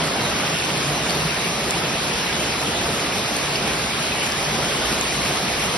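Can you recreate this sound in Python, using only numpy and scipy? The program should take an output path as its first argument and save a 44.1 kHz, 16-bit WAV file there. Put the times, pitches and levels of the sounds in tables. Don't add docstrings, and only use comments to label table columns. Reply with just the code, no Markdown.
import sys
import numpy as np
from scipy import signal
from scipy.fft import rfft, irfft, dct, next_fast_len
from scipy.io import wavfile
from scipy.ndimage import uniform_filter1d, map_coordinates

SR = 44100
rng = np.random.default_rng(int(sys.argv[2]) if len(sys.argv) > 2 else 0)


def wav_out(sig):
    wavfile.write(sys.argv[1], SR, np.round(np.clip(np.atleast_2d(sig).T, -1, 1) * 32767).astype(np.int16))


def attenuation_scalar(level_db):
    decades = np.asarray(level_db, float) / 20
    return 10 ** decades


N = 254456

# [t/s, level/dB]
RAIN_STRENGTH = [
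    (0.0, -23.5),
    (0.98, -24),
    (1.04, -24.5),
    (1.11, -23),
    (1.61, -24),
    (5.13, -23.5),
    (5.17, -23),
    (5.77, -23.5),
]
# [f/Hz, density/dB per Hz]
ROAR_MID = [(20, -64), (40, -58.5), (60, -45.5), (100, -46.5), (200, -43), (260, -44), (420, -42.5),
            (510, -45), (700, -43), (800, -45.5), (1400, -45.5)]
ROAR_SIDE = [(20, -80), (40, -68), (60, -60), (100, -72), (150, -68.5), (250, -60.5), (400, -54.5),
             (700, -51.5), (1400, -52)]
PATTER_MID = [(800, -47), (1700, -49), (2400, -47.5), (3100, -50), (4000, -50.5), (4700, -52.5),
              (5400, -51.5), (6000, -54.5), (6500, -64.5), (8200, -67.5), (8800, -59.5), (9400, -58.5),
              (11600, -61.5), (12400, -72.5)]
PATTER_SIDE = [(800, -49.5), (1600, -55.5), (1850, -59), (2400, -50), (3100, -50), (4000, -54.5),
               (4600, -55), (5350, -57), (6500, -54), (7900, -56.5), (8900, -57.5), (9400, -72),
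               (9900, -62.5), (10900, -62), (12400, -73)]
# [f/Hz, width/Hz, boost/dB]
ROOF_HOLLOW = [
    (59, 10, 4),
    (145, 14, 7),
    (175, 24, 3),
    (220, 10, 3),
]
# [f/Hz, lean to the left/-1..1]
SIDE_LEAN = [(150, -0.0081), (340, -0.79), (700, -.1), (1200, -0.012), (2000, -0.066)]
# [f/Hz, lag of one port/-1..1]
SIDE_LAG = [(700, 0.18), (1400, -0.26), (2100, 0.2), (3100, -0.072), (4100, 0.15), (4900, 0.038),
            (6100, 0.63), (6800, 0.48), (7900, 0.069), (8800, 0.24), (9600, -0.11), (10300, 0.49),
            (11200, 0.37)]
# [t/s, peak/dB, f/Hz, ring/cycles, pan L-R/dB]
NEAR_DROPS = [(.086, -26, 5000, 2, -10), (.471, -14, 2650, 2.6, -8), (0.479, -17, 4000, 1.3, 0),
              (.600, -13, 3870, 1.3, -7), (1.097, -15, 4570, 3.6, -5), (1.107, -14, 4570, 2.7, 9),
              (1.7087, -5.5, 7400, 2.5, -1), (1.7083, -17, 4000, 1.5, -4), (1.7086, -15, 5700, 1.5, 0),
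              (1.7089, -16, 9900, 1.5, 0), (2.925, -17, 5040, 0.91, -6), (2.891, -16, 3980, 1.6, 5),
              (3.3662, -12, 7310, 2, -2), (3.3663, -14, 9700, 4, -3), (3.3684, -17, 9800, 3, -3),
              (3.5572, -13, 2680, 1.5, -1), (3.5578, -11, 4740, 2.1, -2), (3.5625, -16, 5170, 4, -9),
              (3.742, -18, 4970, 1.8, 3), (4.12, -20, 2550, 30, 6), (4.221, -21, 2940, 20, -5),
              (4.3217, -11, 5200, 3, 5), (4.398, -25, 5000, 2.4, -3), (5.0116, -6, 6900, 1.8, 0),
              (5.252, -19, 5000, 2, -6), (5.262, -18, 5040, 1.5, 2), (5.631, -22, 5000, 2, 6)]
# [t/s, peak/dB, f/Hz, ring/cycles, pan L-R/dB]
SMALL_DROPS = [(0.024, -17, 3180, 2.5, 3), (0.2131, -19, 4540, 3, 7), (0.7044, -18, 2680, 2.7, -10),
               (1.1571, -20, 4170, 3, 7), (1.8685, -21, 4350, 3.7, -6), (2.6743, -21, 2810, 2.8, -9),
               (2.8568, -22, 2730, 4.6, 14), (3.1225, -18, 2780, 2.7, -5), (3.3287, -23, 3170, 3, -9),
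               (3.3889, -18, 2700, 3, -6), (3.5944, -24, 3140, 3, -8), (3.611, -22, 2870, 3, 6),
               (3.7337, -17, 3170, 3, -5), (3.839, -23, 2780, 3, 5), (3.9354, -19, 2620, 3, -1),
               (4.031, -23, 10150, 3, -2), (4.4276, -22, 4130, 3, 4), (4.513, -23, 4500, 3, -2),
               (4.8593, -19, 2970, 2.3, 13), (4.897, -29, 10400, 3, 5), (5.1497, -20, 2890, 3, -2),
               (5.1783, -23, 3080, 3, -4), (5.271, -22, 4310, 3, 9), (5.45, -22, 4570, 3, -1),
               (5.5024, -27, 9820, 3, 8)]
# [f/Hz, phase/rad]
PORT_PHASE = [(2500, 1.3), (5300, 0.69), (7000, 3.5), (8200, 2.4), (9500, 6)]
# [start/s, end/s, f/Hz, level/dB]
INSECT_NOTES = [
    (2.248, 2.42, 11545, -60),
    (3.14, 3.36, 11545, -59),
    (5.02, 5.21, 11600, -64),
]
# [middle/s, length/s, f/Hz, level/dB]
EAVES_BOOMS = [(.9, 2.2, 147.3, -39), (.05, 0.24, 161, -29), (0.544, .1, 167.8, -28),
               (0.877, 0.25, 146, -30), (1.252, 0.24, 150, -26.5), (1.488, 0.1, 169, -29),
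               (1.751, 0.052, 160.2, -27), (1.832, 0.079, 170, -31), (2.4, .15, 153, -33),
               (2.518, 0.29, 56.4, -40), (2.91, 0.058, 62, -33), (4.004, .08, 148.7, -29),
               (4.484, 0.19, 149, -32), (4.552, .12, 215, -30), (5.17, 0.087, 221, -32),
               (5.18, 0.11, 150.3, -30), (5.198, 0.51, 57, -43), (5.62, 0.27, 57, -39)]
# [start/s, end/s]
MID_SIDE_SPANS = [(0.01, 0.19), (0.68, 0.98), (1.75, 1.86), (2.45, 2.54), (2.63, 2.89), (2.98, 3.3),
                  (3.4, 3.51), (4.35, 4.53), (4.68, 4.72)]
# [f/Hz, grain/dB]
GRAIN_STEP = [(200, -31), (900, -14), (1600, -11), (5000, -9), (11000, -8)]
# [start/s, end/s]
RICH_SPANS = [(0.077, 0.1), (0.379, 0.402), (0.449, 0.495), (0.658, 0.704), (1.075, 1.168), (1.447, 1.493),
              (1.517, 1.563), (1.679, 1.726), (2.027, 2.051), (2.213, 2.26), (2.399, 2.422), (2.608, 2.654),
              (2.771, 2.794), (2.817, 2.84), (2.933, 2.98), (3.049, 3.072), (3.142, 3.212), (3.351, 3.397),
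              (3.537, 3.583), (3.769, 3.792), (3.908, 3.932), (4.094, 4.14), (4.257, 4.349), (4.419, 4.442),
              (4.744, 4.814), (4.93, 5.023), (5.255, 5.301), (5.394, 5.441), (5.557, 5.603)]
# [start/s, end/s, low edge/Hz]
BAND_FILLS = [(0.031, 0.077, 6460), (0.054, 0.077, 6895), (0.054, 0.123, 7580), (0.681, 0.704, 6460),
              (0.82, 0.866, 6460), (0.843, 0.89, 6895), (0.843, 0.89, 7580), (0.89, 0.913, 6460),
              (1.029, 1.075, 7580), (1.052, 1.099, 6895), (1.052, 1.145, 6460), (1.261, 1.284, 6460),
              (1.633, 1.656, 6460), (1.633, 1.656, 6895), (1.679, 1.726, 6460), (1.679, 1.749, 6895),
              (1.679, 1.749, 7580), (2.074, 2.097, 6460), (2.283, 2.306, 6460), (2.306, 2.329, 7580),
              (2.376, 2.422, 6460), (2.445, 2.469, 6460), (2.608, 2.654, 6460), (2.608, 2.654, 7580),
              (2.608, 2.678, 6895), (2.771, 2.794, 6460), (2.794, 2.817, 7580), (2.817, 2.84, 6895),
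              (2.933, 2.956, 6460), (2.933, 2.956, 7580), (2.956, 3.026, 6895), (2.98, 3.026, 6460),
              (3.072, 3.096, 6460), (3.328, 3.397, 6460), (3.351, 3.374, 6895), (3.351, 3.374, 7580),
              (3.467, 3.49, 6460), (3.467, 3.49, 7580), (3.56, 3.606, 6460), (3.653, 3.676, 7580),
              (3.746, 3.792, 6895), (3.769, 3.792, 6460), (3.769, 3.792, 7580), (3.862, 3.885, 6460),
              (4.164, 4.187, 6895), (4.233, 4.326, 6460), (4.233, 4.396, 6895), (4.28, 4.326, 7580),
              (4.373, 4.419, 6460), (4.489, 4.512, 6460), (4.628, 4.651, 6895), (4.628, 4.675, 6460),
              (4.628, 4.675, 7580), (4.767, 4.791, 6460), (4.767, 4.791, 7580), (4.86, 4.884, 7580),
              (4.976, 5.023, 6460), (4.976, 5.023, 6895), (4.976, 5.023, 7580), (5.255, 5.278, 6460)]
# [start/s, end/s]
LEAN_SPANS = [(0.077, 0.147), (0.17, 0.193), (0.24, 0.449), (0.797, 0.82), (1.029, 1.052), (1.122, 1.192),
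              (1.308, 1.331), (1.447, 1.47), (1.586, 1.633), (1.772, 1.888), (1.911, 1.958), (2.051, 2.12),
              (2.19, 2.353), (2.515, 2.631), (2.724, 2.771), (2.84, 2.863), (2.956, 3.003), (3.072, 3.142),
              (3.792, 3.815), (4.001, 4.024), (4.187, 4.233), (4.257, 4.28), (4.326, 4.373), (4.396, 4.489),
              (4.582, 4.628), (4.837, 4.93), (5.162, 5.185), (5.232, 5.255), (5.348, 5.487), (5.534, 5.627),
              (5.719, 5.743)]


def unit(x):
    return x / np.sqrt(np.mean(x ** 2) + 1e-20)


def along(points, hz):
    f, v = np.transpose(points)
    return np.interp(np.log(hz + 1), np.log(f + 1), v)


def wobble(knots_per_s):
    knots = rng.standard_normal(int(N * 20 / SR) + 4)
    return map_coordinates(knots, [np.arange(N) * min(knots_per_s, 20) / SR])


def insect():
    t = np.arange(N) / SR
    out = np.zeros(N)
    for start, end, hz, db in INSECT_NOTES:
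        swell = np.clip(np.minimum(t - start, end - t) / 0.02, 0, 1)
        out += attenuation_scalar(db + 13) * swell * np.sin(2 * np.pi * hz * t)
    return out


def booms():
    t = np.arange(N) / SR
    wavered_s = np.cumsum(1 + 0.06 * wobble(19)) / SR
    out = np.zeros(N)
    for middle, length, hz, db in EAVES_BOOMS:
        swell = np.cos(np.pi * np.clip((t - middle) / length, -0.5, 0.5)) ** 2
        out += attenuation_scalar(db + 1) * swell * np.sin(2 * np.pi * hz * wavered_s)
    return out


def drops():
    crack_hz, crack_db, crack_s = 9300, -16, 0.00018
    lead = 100
    t = np.arange(-lead, 2000) / SR
    halves = np.array([[0.5], [-0.5]])
    crack = attenuation_scalar(crack_db) * np.exp(-abs(t) / crack_s) * np.cos(2 * np.pi * crack_hz * t)
    out = np.zeros((2, N + SR))
    for s, db, hz, cycles, pan_db in NEAR_DROPS + SMALL_DROPS:
        bell = np.where(t < 0, np.exp(-(0.56 * t * hz) ** 2), np.exp(-abs(t) * hz / cycles))
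        tick = bell * np.cos(2 * np.pi * hz * t + halves * along(PORT_PHASE, hz)) + crack
        scatter = np.diff(rng.standard_normal((2, len(t) + 1)))
        wet = attenuation_scalar(-20.0 - 60 * t / 0.024) * (t > 0) * scatter
        start = round(s * SR) - lead
        out[:, start:start + len(t)] += attenuation_scalar(db + halves * pan_db) * (tick + wet)
    return out[:, :N]


def patchy(depth_db):
    z = signal.stft(rng.standard_normal((2, N)), nperseg=512)[2]
    field = uniform_filter1d(rng.standard_normal(z.shape[1:]), size=8, axis=0)
    field = uniform_filter1d(field, size=10, axis=1)
    return unit(signal.istft(z * attenuation_scalar(depth_db * unit(field)), nperseg=512)[1][:, :N])


def splashes(count, spread_db, life_s):
    when, big = rng.random((count, 2)).T
    size_db = np.minimum(-2 * spread_db * np.log(1 - big), 36)
    blows = np.bincount((when * N).astype(int), attenuation_scalar(size_db), N)
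    decay = np.exp(-np.arange(400) / SR / life_s)
    envelope = np.sqrt(abs(signal.fftconvolve(blows, decay)[:N]))
    burst = envelope * rng.standard_normal((2, N))
    return unit(burst - 0.49 * np.roll(burst, 1, axis=1))


def bubbles(count, hz, spread, cycles):
    when, high, big, side = rng.random((count, 4)).T[:, :, None]
    t = np.arange(1100) / SR
    pitch = hz * np.exp(spread * (2 * high - 1))
    fade = t * pitch / cycles
    envelope = attenuation_scalar(5.6 * big) * np.exp(-fade) * (1 - np.exp(-8 * fade))
    ring = envelope * np.sin(2 * np.pi * pitch * t * (1 + 0.035 * fade))
    at = ((when * N).astype(int) + np.arange(len(t))).ravel()
    pair = [np.bincount(at, (ring * share).ravel(), N)[:N] for share in (side, 1 - side)]
    return unit(np.array(pair))


def ports(pair, mid_points, side_points, shape):
    m = next_fast_len(N + SR // 2)
    hz = np.fft.rfftfreq(m, 1 / SR)
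    a, b = rfft(pair, m) * shape(hz)
    link = along(SIDE_LEAN, hz) + 1j * along(SIDE_LAG, hz)
    side = link * a + np.sqrt(np.clip(1 - abs(link) ** 2, 0, 1)) * b
    out = irfft([a * attenuation_scalar(along(mid_points, hz)), side * attenuation_scalar(along(side_points, hz))], m)[:, :N]
    return out / np.std(out[0])


def low_share(hz):
    return 1 / (1 + (hz / 1000) ** 8)


def roar_shape(hz):
    boost_db = sum(db / (1 + (2 * (hz - c) / w) ** 2) for c, w, db in ROOF_HOLLOW)
    return np.sqrt(low_share(hz)) * attenuation_scalar(boost_db)


def roar(strength_db, turn_s):
    out = ports(patchy(depth_db=0.48), ROAR_MID, ROAR_SIDE, roar_shape)
    deep = signal.sosfiltfilt(signal.butter(4, 62, fs=SR, output="sos"), out)
    out += (attenuation_scalar(0.7 * turn_s) - 1) * deep
    return attenuation_scalar(strength_db - 3 - 0.3 * turn_s + 0.87 * wobble(9)) * out


def patter(strength_db, turn_s):
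    stir = patchy(depth_db=1.27)
    stir += attenuation_scalar(-16.0) * bubbles(count=1500, hz=2493, spread=0.9, cycles=20)
    stir += attenuation_scalar(-6.5) * splashes(count=4000, spread_db=5.5, life_s=0.0008)
    out = ports(stir, PATTER_MID, PATTER_SIDE, lambda hz: np.sqrt(1 - low_share(hz)))
    spray = signal.sosfiltfilt(signal.butter(2, 5000, "high", fs=SR, output="sos"), out)
    spray_db = 0.33 * turn_s + 0.9 * wobble(18)
    out += (attenuation_scalar(spray_db - np.mean(spray_db)) - 1) * spray
    return attenuation_scalar(strength_db - 2 - 0.25 * wobble(9)) * out


def rain():
    t = np.arange(N) / SR
    strength_db = np.interp(t, *np.transpose(RAIN_STRENGTH))
    turn_s = t - t.mean()
    mid, side = roar(strength_db, turn_s) + patter(strength_db, turn_s)
    return np.array([mid + side, mid - side])


def scene():
    return insect() + booms() + drops() + rain()


def lapped(x, frame, grid):
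    hop = frame // 2
    x = np.pad(x, ((0, 0), (frame - grid, frame)))
    n = np.arange(frame)
    starts = np.arange(x.shape[1] // hop - 1)[:, None] * hop
    frames = x[:, starts + n] * np.sin(np.pi * (n + 0.5) / frame)
    a, b, c, d = np.split(frames, 4, axis=-1)
    return dct(np.concatenate([-c[..., ::-1] - d, a - b[..., ::-1]], axis=-1), 4, norm="ortho")


def unlapped(z, frame, grid):
    hop = frame // 2
    u, v = np.split(dct(z, 4, norm="ortho"), 2, axis=-1)
    window = np.sin(np.pi * (np.arange(frame) + 0.5) / frame)
    frames = np.concatenate([v, -v[..., ::-1], -u[..., ::-1], -u], axis=-1) * window
    out = frames[:, 1:, :hop] + frames[:, :-1, hop:]
    return out.reshape(2, -1)[:, hop - grid:][:, :N]


def thin_bands(x, weak_mid_db, weak_side_db, dead_db, faint_db, waver_db):
    frame, hop, band, grid = 2048, 1024, 16, 836
    z = lapped(np.array([x[0] + x[1], x[0] - x[1]]) / 2, frame, grid)
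    count = z.shape[1]
    t = ((np.arange(count)[:, None] - 1) * hop + grid) / SR
    f = (np.arange(hop) + 0.5) * SR / frame
    line_db = 10 * np.log10(z ** 2 + 1e-20)
    band_power = (z ** 2).reshape(2, count, -1, band).mean(-1)
    band_db = 10 * np.log10(band_power + 1e-20).repeat(band, -1)
    under = band_db - band_db[::-1]
    chance = uniform_filter1d(rng.standard_normal((2, count, hop // band)), size=3, axis=1)
    waver = waver_db * unit(chance).repeat(band, -1)

    def box(a, b, lo, hi):
        return (t > a) & (t < b) & (f >= lo) & (f < hi)

    rich = sum(box(a, b, 0, SR) for a, b in RICH_SPANS) > 0
    keep = (under > waver + [[[weak_mid_db]], [[weak_side_db]]]) | (f < [[[5700]], [[1400]]])
    keep[0] &= (f < 6460) | (f >= 8270)
    keep[0] |= box(0, N, 8270, 8960)
    keep[0] &= sum(box(a, b, 8270, 8900 + 35 * waver[0][:, [400]]) for a, b in LEAN_SPANS) == 0
    rim_lines = line_db[0] > band_db[0] + waver[0] - (f - 8450) / 60
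    keep[0] &= ~box(0, N, 8270, 9200) | rim_lines
    keep[0] &= (f < 6440 - 35 * waver[0][:, [290]]) | (f > 8000)
    keep[1] &= ~box(0, N, 8960, 9650) | (waver[1][:, [430]] < -0.5) | rich
    keep[1] &= (f > 170) | (waver[1] < 2.6)
    keep[1] &= (band_db[1] > faint_db + waver[1]) | (f < 11030) | rich
    masked = sum(box(a + 0.02, b - 0.04, 11030, 11720) & (abs(f - c) > 40) for a, b, c, _ in INSECT_NOTES)
    keep[0] &= masked == 0
    keep &= (f < 11720) | (rich & (f < 12410))
    alive = line_db > band_db[::-1] + dead_db + [[[5]], [[0]]] + waver
    keep &= (under > 0) | alive | (f < 5700)
    keep &= (line_db > waver + faint_db + [[[0]], [[-4]]]) | (f < 11720)
    fill = sum(box(a, b, lo, min(lo + 688, 6895 if lo < 6800 else SR)) for a, b, lo in BAND_FILLS) > 0
    keep[0] |= fill & (line_db[0] > band_db[0] + waver[0] - 2)
    sharp_s = [row[0] for row in NEAR_DROPS if row[2] > 7300]
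    keep |= sum(box(s - 0.015, s + 0.015, 5700, 12580) for s in sharp_s) > 0

    mid, side = z * keep
    as_mid_side = sum(box(a, b, 0, SR) for a, b in MID_SIDE_SPANS) > 0
    pair = np.where(as_mid_side, [mid, side], [mid + side, mid - side])
    apart_db = np.where(keep.all(0), 1.5, 0)
    step = attenuation_scalar(band_db.max(0) + along(GRAIN_STEP, f) + [apart_db, -apart_db])
    level = np.floor(abs(pair / step) ** 0.75 + 0.4054) ** (4 / 3)
    a, b = np.sign(pair) * step * level
    pair = np.where(as_mid_side, [a, b], [(a + b) / 2, (a - b) / 2])
    near = uniform_filter1d(uniform_filter1d(abs(pair), size=5, axis=2), size=3, axis=1)
    mid, side = pair + attenuation_scalar(-31) * near * rng.standard_normal(z.shape)
    return unlapped(np.array([mid + side, mid - side]), frame, grid)


def roll_off(x):
    return signal.sosfilt(signal.butter(12, 12770, fs=SR, output="sos"), x)


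def record(dry):
    mix = thin_bands(dry, weak_mid_db=-8.5, weak_side_db=-9.5, dead_db=-12.5, faint_db=-34.5, waver_db=3.5)
    return roll_off(mix)


dry = scene()
out = record(dry)
wav_out(out)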